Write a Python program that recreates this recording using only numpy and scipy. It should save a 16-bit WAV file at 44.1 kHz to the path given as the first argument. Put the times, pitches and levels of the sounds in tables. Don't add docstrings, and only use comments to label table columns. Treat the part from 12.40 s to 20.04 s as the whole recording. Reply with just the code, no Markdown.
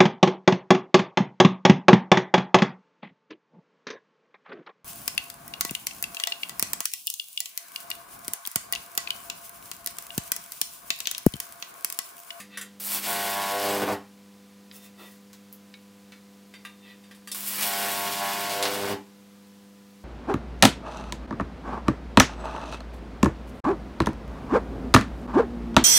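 import sys
import numpy as np
from scipy import signal
from scipy.fft import rfft, irfft, next_fast_len
from scipy.io import wavfile
from scipy.ndimage import uniform_filter1d

SR = 44100
rng = np.random.default_rng(int(sys.argv[2]) if len(sys.argv) > 2 else 0)


def store_wav(level_fs):
    pcm = np.round(np.clip(np.atleast_2d(level_fs), -1, 1) * 32767)
    wavfile.write(sys.argv[1], SR, pcm.T.astype(np.int16))


N = 336924
T = np.arange(N) / SR
MAINS_HZ = 50.03


def undb(db):
    return np.exp(np.log(10) / 20 * np.asarray(db))


def unit(x):
    return x / np.sqrt(np.mean(x ** 2))


def in_band(x, lo, hi):
    f = np.fft.rfftfreq(len(x), 1 / SR)
    band = rfft(x)[(f > lo) & (f < hi)]
    return x * len(x) / np.sqrt(2 * np.sum(abs(band) ** 2))


def convolve(x, response):
    return signal.fftconvolve(x, response)[:len(x)]


def colour(x, points, size=4096):
    hz, db = np.transpose(points)
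    f = np.fft.rfftfreq(size, 1 / SR)
    curve_db = np.interp(np.log(f + 1), np.log(hz), db)
    cepstrum = irfft(np.log(undb(curve_db)))
    cepstrum[1:size // 2] *= 2
    cepstrum[size // 2 + 1:] = 0
    return convolve(x, irfft(np.exp(rfft(cepstrum))))


def walk(rate):
    knots = rng.standard_normal(int(T[-1] * rate) + 2)
    return np.interp(T * rate, np.arange(len(knots)), knots)


def fade(t, t60):
    return np.exp(-np.log(1000) * t / t60)


def ramp(start, end):
    return np.clip((T - start) / (end - start), 0, 1)


def swell(s, half_s):
    return np.exp(-np.minimum(((T - s) / half_s) ** 2, 20))


def add(track, s, sound):
    i = max(int(s * SR), 0)
    track[i:i + len(sound)] += sound[:N - i]


def grains(per_s, spread_db):
    sizes = undb(spread_db * np.minimum(rng.exponential(size=N), 5))
    present = rng.random(N) < per_s / SR
    return unit(present * sizes * rng.choice([-1, 1], N))


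def ring(modes, low_db=0, high_db=0):
    t = T[:SR // 2]
    total = 0
    chance = rng.standard_normal((len(modes), 2)) * [2.8, .006]
    for (hz, db, t60), (luck_db, shift) in zip(modes, chance):
        level_db = db + (high_db if hz > 4300 else low_db) + luck_db
        tone = np.sin(2 * np.pi * (hz * (1 + shift) * t + rng.random()))
        total = total + undb(level_db) * fade(t, t60) * tone
    return total


def workshop(x, wet_db, low_t60=0.25, high_t60=0.13):
    t = T[:SR // 2]
    noise = rng.standard_normal(len(t))
    low = signal.sosfilt(signal.butter(1, 4000, fs=SR, output="sos"), noise)
    tail = low * fade(t, low_t60) + (noise - low) * fade(t, high_t60)
    tail *= t > .002
    response = undb(wet_db) * tail / np.linalg.norm(tail)
    response[0] = 1
    return convolve(x, response / np.linalg.norm(response))


# multiple of the mains rate, rms level in dB around which it wavers while no arc burns.
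HUM_TONES = [(2, -71), (4, -52.5), (5, -80.5), (6, -66), (8, -70), (10, -63.5), (14, -76.5), (16, -79.5),
             (20, -73), (24, -78)]


def hum(load):
    total = 0
    for k, db in HUM_TONES:
        tone = np.sin(2 * np.pi * (k * MAINS_HZ * T + rng.random()))
        total = total + np.sqrt(2) * undb(db + 0.4 * walk(24.0)) * tone
    return total * undb(4.7 * load)


# frequency in Hz, relative level in dB.
AIR_COLOUR = [(25, 20), (60, 3.5), (110, 9.5), (230, 16), (420, 8.5), (700, 8), (2000, 5.5), (4500, 3.5),
              (9000, -1), (16000, -4)]
AIR_DB = -60.5


def air():
    noise = in_band(colour(rng.standard_normal(N), AIR_COLOUR), 1000, 15000)
    return noise * undb(AIR_DB + 0.13 * walk(6.9))


NAIL_TAPS = [(0.0014, -35.5, -47.5, -48, -35), (0.173, -28, -40, -46, -29.5),
             (0.2125, -31.5, -47.5, -53, -30.5), (3.7208, -37.5, -63, -62, -71),
             (4.139, -36.5, -51, -53, -53), (4.25, -34.5, -43, -51, -42), (4.6382, -47, -60, -51.5, -69),
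             (4.711, -42, -54, -52, -51), (4.748, -50, -68, -50, -48.5), (4.874, -40, -46, -41, -34.5),
             (4.916, -45, -51, -44, -24.5)]
# pitch in Hz, relative level in dB, time to fade by 60 dB in seconds.
WIRE_MODES = [(1191.3, 0.5, 0.073), (1605, 0, 0.094), (1785, -1, 0.072), (1945, 3, 0.046), (2680, -6, 0.13),
              (2750, -8.5, 0.14), (3190, -8.5, 0.24), (3634, -4.5, 0.17), (4000, -9, 0.11),
              (4630, -5.5, 0.18), (4860, -11, 0.35), (5170, -20, 0.18), (7700, -16, 0.17), (8230, -21, .14),
              (8700, -18, 0.2), (10700, -32, 0.12), (12080, -23, 0.16)]
# pitch in Hz, relative level in dB, time to fade by 60 dB in seconds.
NAIL_MODES = [(4360, -1.5, 0.097), (5250, -6, 0.078), (5400, -1, 0.072)]
PING_S, PING_DB = 4.916, -34


def taps():
    t, knocks, rings = T[:SR // 2], np.zeros(N), np.zeros(N)
    clack_colour = [(40, -63), (200, -2), (800, -10.0), (1300, -1.5), (2000, 1), (2800, -2.5),
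                    (4500, -9), (7000, -15.0), (15000, -26)]
    tick_colour = [(60, -19), (1000, -12.5), (5000, -4.0), (10000, 1.0), (16000, -7.5)]
    for s, clack_db, low_db, high_db, tick_db in NAIL_TAPS:
        add(rings, s, ring(WIRE_MODES, low_db, high_db))
        clack = unit(colour(rng.standard_normal(len(t)), clack_colour))
        tick = unit(colour(rng.standard_normal(len(t)), tick_colour))
        add(knocks, s, undb(clack_db) * clack * fade(t, 0.026))
        add(knocks, s, undb(tick_db) * tick * fade(t, 0.048))
    add(rings, PING_S, undb(PING_DB) * ring(NAIL_MODES))
    return workshop(knocks, wet_db=3.0) + workshop(rings, wet_db=-4.5)


STICK_RUBS = [(0.157, 0.06, 0.016, -80, -46, -75), (2.352, 0.04, 0.052, -61, -57.5, -46.5),
              (2.444, 0.047, 0.048, -70, -56, -49.5), (2.606, 0.032, 0.086, -49, -51.5, -55),
              (2.72, 0.16, .07, -83, -65, -55), (4.505, 0.11, 0.041, -63, -51, -66)]
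RUB_EDGE_DB = -19.5


def strokes():
    total = 0
    for s, swell_s, release_s, rumble_db, scrape_db, hiss_db in STICK_RUBS:
        away = np.maximum((s - T) / swell_s, (T - s) / release_s)
        shape = undb(RUB_EDGE_DB * np.minimum(away ** 2, 10))
        total = total + np.outer(undb([rumble_db, scrape_db, hiss_db]), shape)
    return total


def rubs():
    rumble_gain, scrape_gain, hiss_gain = strokes()
    friction = grains(3000, spread_db=2.0)
    rumble = colour(friction, [(60, -18), (180, -14), (320, 5), (700, -2.5), (1300, 1.0), (3000, -27)])
    ringing = unit(convolve(friction, ring(WIRE_MODES)))
    scrape = colour(ringing + 2.1 * friction, [
        (100, -38), (1100, -11), (1900, -1.0), (2700, 0.5), (3200, 0), (3800, -1.0),
        (4700, -11), (6000, -20), (12000, -50)])
    hiss = colour(friction, [(1000, -68), (5000, 6.5), (12000, 8.0), (16000, 10.0)])
    mix = unit(rumble) * rumble_gain + unit(scrape) * scrape_gain + unit(hiss) * hiss_gain
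    return workshop(mix, wet_db=-2.0)


# start in seconds, peak level in dB before the room, treble against the middle in dB.
SINGLE_SPARKS = [(0.3996, -16, 13.5), (0.8693, -12, -10), (2.9316, -21.5, -0.5), (3.127, -19, 18),
                 (4.9474, -5.5, 9), (5.2110, -4, 5), (5.227, -6, 2), (6.227, 0.5, -8.5),
                 (6.2541, -4.5, -12)]


def sparks():
    t, track = T[:SR // 10], np.zeros(N)
    for s, peak_db, treble_db in SINGLE_SPARKS:
        burst = rng.standard_normal(len(t)) * fade(t, 0.0013)
        burst[0] = 4
        snap = colour(burst, [(40, -60), (200, -40), (700, -2.0), (1400, 2.0), (2200, -1), (4500, 3.5),
                              (9000, treble_db / 2), (13000, treble_db)])
        add(track, s, undb(peak_db) * snap / abs(snap).max())
    return workshop(track, wet_db=3.0)


DRAW_S = 0.022


def life(struck, drawn, stretches, out):
    burning = uniform_filter1d(1. 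* (T > struck) * (T < out), size=64)
    creep = ramp(struck, drawn)
    clear = ramp(drawn - DRAW_S / 2, drawn + DRAW_S / 2)
    return burning, creep, clear, ramp(drawn, out), ramp(stretches, out)


# struck, nail drawn away, starts to stretch and goes out, all in seconds;
# basic levels of buzz, flame, crackle and sizzle in dB, which the stages of the arc then change
ARC_LIVES = [(0.4, 0.651, 1.074, 1.535, -33.5, -34.5, -38, -33, 1.25),
             (4.948, 5.233, 6.07, 6.528, -35, -34.5, -37, -32.5, 0.99)]
# strongest moment in seconds, half length in seconds, level in dB.
ROAR_BURSTS = [(1.367, 0.018, -31), (1.406, 0.018, -31.5), (1.495, 0.021, -27.5), (6.247, 0.024, -30),
               (6.322, 0.027, -34), (6.464, 0.046, -32.5)]
ROAR_DB = -40.5
TOUCH_BUZZ_DB, CREEP_BUZZ_DB, CREEP_CRACKLE_DB = -26.5, -6.5, 15
CLIMB_CRACKLE_DB, CLIMB_SIZZLE_DB = -2.5, -8
STRETCH_BUZZ_DB, STRETCH_FLAME_DB, STRETCH_CRACKLE_DB, STRETCH_SIZZLE_DB = -5.5, -4.5, -3.5, -3
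FLAME_GROWTH = 0.43
CLIMB_FLAME_SHARE = 0.14
STRUCK_UNREST, BURNING_UNREST = 0.32, .27


def arc_controls():
    total = 0
    bursts = sum(undb(db) * swell(s, half_s) for s, half_s, db in ROAR_BURSTS)
    for (struck, drawn, stretches, out,
         buzz_db, flame_db, crackle_db, sizzle_db, last_unrest) in ARC_LIVES:
        burning, creep, clear, climb, stretch = life(struck, drawn, stretches, out)
        buzz = undb(buzz_db + TOUCH_BUZZ_DB * (1 - clear) - CREEP_BUZZ_DB * (1 - creep)
                    + STRETCH_BUZZ_DB * np.sqrt(stretch))
        flame_size = np.maximum(stretch ** FLAME_GROWTH, CLIMB_FLAME_SHARE * climb)
        flame = undb(flame_db + STRETCH_FLAME_DB * stretch ** 2) * flame_size
        roar = np.hypot(undb(ROAR_DB) * np.sqrt(stretch), bursts)
        crackle = undb(crackle_db - CREEP_CRACKLE_DB * (1 - creep) + CLIMB_CRACKLE_DB * climb
                       + STRETCH_CRACKLE_DB * stretch ** 2)
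        sizzle = undb(sizzle_db + CLIMB_SIZZLE_DB * climb + STRETCH_SIZZLE_DB * stretch ** 2)
        uneven = STRUCK_UNREST * (1 - creep) + last_unrest * stretch ** 1.27
        unrest = np.maximum(BURNING_UNREST, uneven)
        load = np.sqrt(creep) * (1 - stretch) ** 4
        total = total + burning * np.array([buzz, flame, roar, crackle, sizzle, stretch, unrest, load])
    return total


# strongest moment in seconds, half length in seconds,
# change of buzz and flame in dB, change of crackle and sizzle in dB.
ARC_FLARES = [(0.428, 0.017, -11, -6.5), (0.548, 0.068, 12, 4), (0.6, 0.021, -7, -9.5),
              (0.647, 0.024, -2, 1.5), (0.973, 0.018, 3, -4), (1.132, 0.046, 4, -1.5),
              (1.25, 0.022, 3, 4.5), (1.333, 0.05, 3.5, 3), (1.448, 0.012, -6, -8), (1.495, 0.01, -0.5, -4),
              (5.004, 0.036, 0, -3), (5.228, 0.011, 12, 5.5), (5.62, 0.021, 1, 0.5),
              (5.722, 0.038, -3.5, 0.5), (5.828, 0.035, 4, -2), (6.202, 0.022, 5, -1.5),
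              (6.34, .015, -4, 1.5)]


def flares():
    total_db = 0
    for s, half_s, drone_db, sparks_db in ARC_FLARES:
        total_db = total_db + np.outer([drone_db, sparks_db], swell(s, half_s))
    return undb(total_db)


def firings(unrest, jitter_s, scatter_db, polarity_db):
    k = np.arange(1, int(T[-1] * 2 * MAINS_HZ))
    s = k / (2 * MAINS_HZ)
    late, strength = rng.standard_normal((len(k), 2)).T * np.interp(s, T, unrest)
    return s + jitter_s * late, undb(scatter_db * strength + polarity_db * (-1) ** k)


def pulse_train(times, sizes, shape):
    at = (times * SR).astype(int)[:, None] + np.arange(-200, 201)
    pulses = sizes[:, None] * shape(at / SR - times[:, None])
    return np.bincount(np.clip(at, 0, N - 1).ravel(), pulses.ravel(), N)


def swing(t, hz, cycles):
    return -np.sin(2 * np.pi * hz * t) * np.exp(-(hz * t / cycles) ** 2)


def scatter(x, echoes):
    size = next_fast_len(N + SR)
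    f, spectrum = np.fft.rfftfreq(size, 1 / SR), rfft(x, size)
    for lag, share in echoes:
        delay = np.exp(-2j * np.pi * f * lag)
        spectrum = spectrum * (share + delay) / (1 + share * delay)
    return irfft(spectrum, size)[:N]


def wandering(x, wet_db, low_t60, count=4):
    shares = np.array([undb(12 * walk(7)) for _ in range(count)])
    return sum(workshop(x * share, wet_db, low_t60) for share in shares / shares.sum(axis=0))


# multiple of the firing rate (twice the mains rate), relative level in dB.
BUZZ_TONES = [(1, -14), (2, -24), (3, -10.5), (4, -5.5), (5, -3.5), (6, -3.5), (7, 3), (8, 5.5), (9, 0),
              (10, 2.5), (11, 1), (12, -7), (13, -14), (14, -3), (15, -4.5), (16, -4.5), (17, -3.5),
              (18, -8), (19, -2.5), (20, -10), (21, -6), (22, -10), (23, -13), (24, -7.5), (25, -12),
              (26, -10)]
# frequency in Hz, relative level in dB.
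FLAME_COLOUR = [(30, -3), (110, 1.5), (180, 2), (280, 1.5), (420, 3.5), (750, 4), (1000, 6), (1500, -4),
                (3000, 5)]
ROAR_COLOUR = [(30, -4), (120, -10), (400, -5), (750, 5), (1050, 1.5), (1500, -1.5), (2000, -7),
               (3000, -22.5), (6000, -24), (14000, -35)]
CRACKLE_COLOUR = [(30, -36), (70, -15), (115, -9), (180, 1.5), (400, -4), (1000, -0.5), (1400, -1.5),
                  (2200, 1.5), (3500, 1.5), (6000, -3), (10000, -7), (16000, -14)]
SIZZLE_COLOUR = [(30, -75), (100, -42), (1000, -10.5), (4000, -6.5), (6500, -5.5), (9000, -0.5),
                 (12500, 2.5), (16000, 0)]
TAUT_PULSE_HZ, STRETCHED_PULSE_HZ = 686, 293
RELIGHT_DB, RELIGHT_S = 4, .00006


def arc(buzz_gain, flame_gain, roar_gain, crackle_gain, sizzle_gain, stretch, unrest):
    drone_flare, sparks_flare = flares()
    times, sizes = firings(unrest, jitter_s=0.00017, scatter_db=4.5, polarity_db=1.0)
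    surge = np.cos(2 * np.pi * MAINS_HZ * T) ** 8
    buzz_colour = [(30, -78.5), (60, -53)]
    buzz_colour += [(2 * MAINS_HZ * k, db) for k, db in BUZZ_TONES]
    buzz_colour += [(3700, -13.5), (5500, -21.0), (12000, -31)]
    fronts = pulse_train(times, sizes, lambda t: np.sinc(t * SR))
    buzz = in_band(colour(fronts, buzz_colour), 650, 1150) * buzz_gain
    ticks = pulse_train(times, sizes, lambda t: -np.exp(-(t / RELIGHT_S) ** 2))
    ticks = ticks * undb(RELIGHT_DB) * buzz_gain
    length = np.interp(times, T, stretch)[:, None]
    hz = TAUT_PULSE_HZ + (STRETCHED_PULSE_HZ - TAUT_PULSE_HZ) * np.sqrt(length)
    cycles = 0.6 - 0.12 * length
    swings = pulse_train(times, sizes, lambda t: swing(t, hz, cycles))
    flame = in_band(colour(swings, FLAME_COLOUR), 270, 620) * flame_gain
    puffs = unit(fronts) + unit(surge * rng.standard_normal(N))
    roar = in_band(colour(puffs, ROAR_COLOUR), 650, 2200) * roar_gain
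    crackle_swell = undb(4.9 * surge) * undb(1.8 * walk(70))
    crackle = colour(grains(3000, spread_db=2.8) * crackle_swell, CRACKLE_COLOUR)
    crackle = in_band(crackle, 2000, 5000) * crackle_gain
    sizzle_swell = undb(2.3 * surge + 1.0 * walk(70))
    sizzle = colour(grains(4500, spread_db=4.5) * sizzle_swell, SIZZLE_COLOUR)
    sizzle = in_band(sizzle, 8000, 15500) * sizzle_gain
    echoes = [(.0029, 0.36), (.0053, 0.73), (.0087, 0.68)]
    buzz = wandering(scatter(buzz * drone_flare, echoes), wet_db=-4, low_t60=0.33)
    flame = wandering(scatter(flame * drone_flare, echoes), wet_db=-2.5, low_t60=0.28)
    roar = wandering(roar, wet_db=4.5, low_t60=0.24)
    return ticks + buzz + flame + roar + workshop((crackle + sizzle) * sparks_flare, wet_db=2.0)


# start in seconds, peak level in dB before the room, pitch in Hz, ring level in dB.
STICK_CLICKS = [(2.313, -34, 4700, -64), (3.3403, -33, 2900, -45.5)]
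# pitch in Hz, relative level in dB, time to fade by 60 dB in seconds.
STICK_MODES = [(1750, -6, 0.067), (2260, -1, 0.068), (2450, -4, 0.082), (3640, -6, 0.091),
               (3910, -2, 0.085)]


def clicks():
    t, track = T[:SR // 10], np.zeros(N)
    for s, peak_db, hz, ring_db in STICK_CLICKS:
        burst = rng.standard_normal(len(t)) * fade(t, 0.024)
        click = colour(burst, [(100, -35), (800, -18), (1400, -5), (hz, 0), (5300, -5),
                               (6500, -22), (15000, -32)])
        add(track, s, undb(peak_db) * click / abs(click).max())
        add(track, s, undb(ring_db) * ring(STICK_MODES))
    return workshop(track, wet_db=-11)


def scene():
    *controls, load = arc_controls()
    mono = hum(load) + air() + taps() + rubs() + sparks() + arc(*controls) + clicks()
    return np.array([mono, mono])


TOP_HZ = 15900


def record(dry):
    thin = signal.sosfilt(signal.butter(3, 60, "high", fs=SR, output="sos"), dry)
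    return signal.sosfilt(signal.ellip(10, .2, 80, TOP_HZ, fs=SR, output="sos"), thin)


dry = scene()
out = record(dry)
store_wav(out)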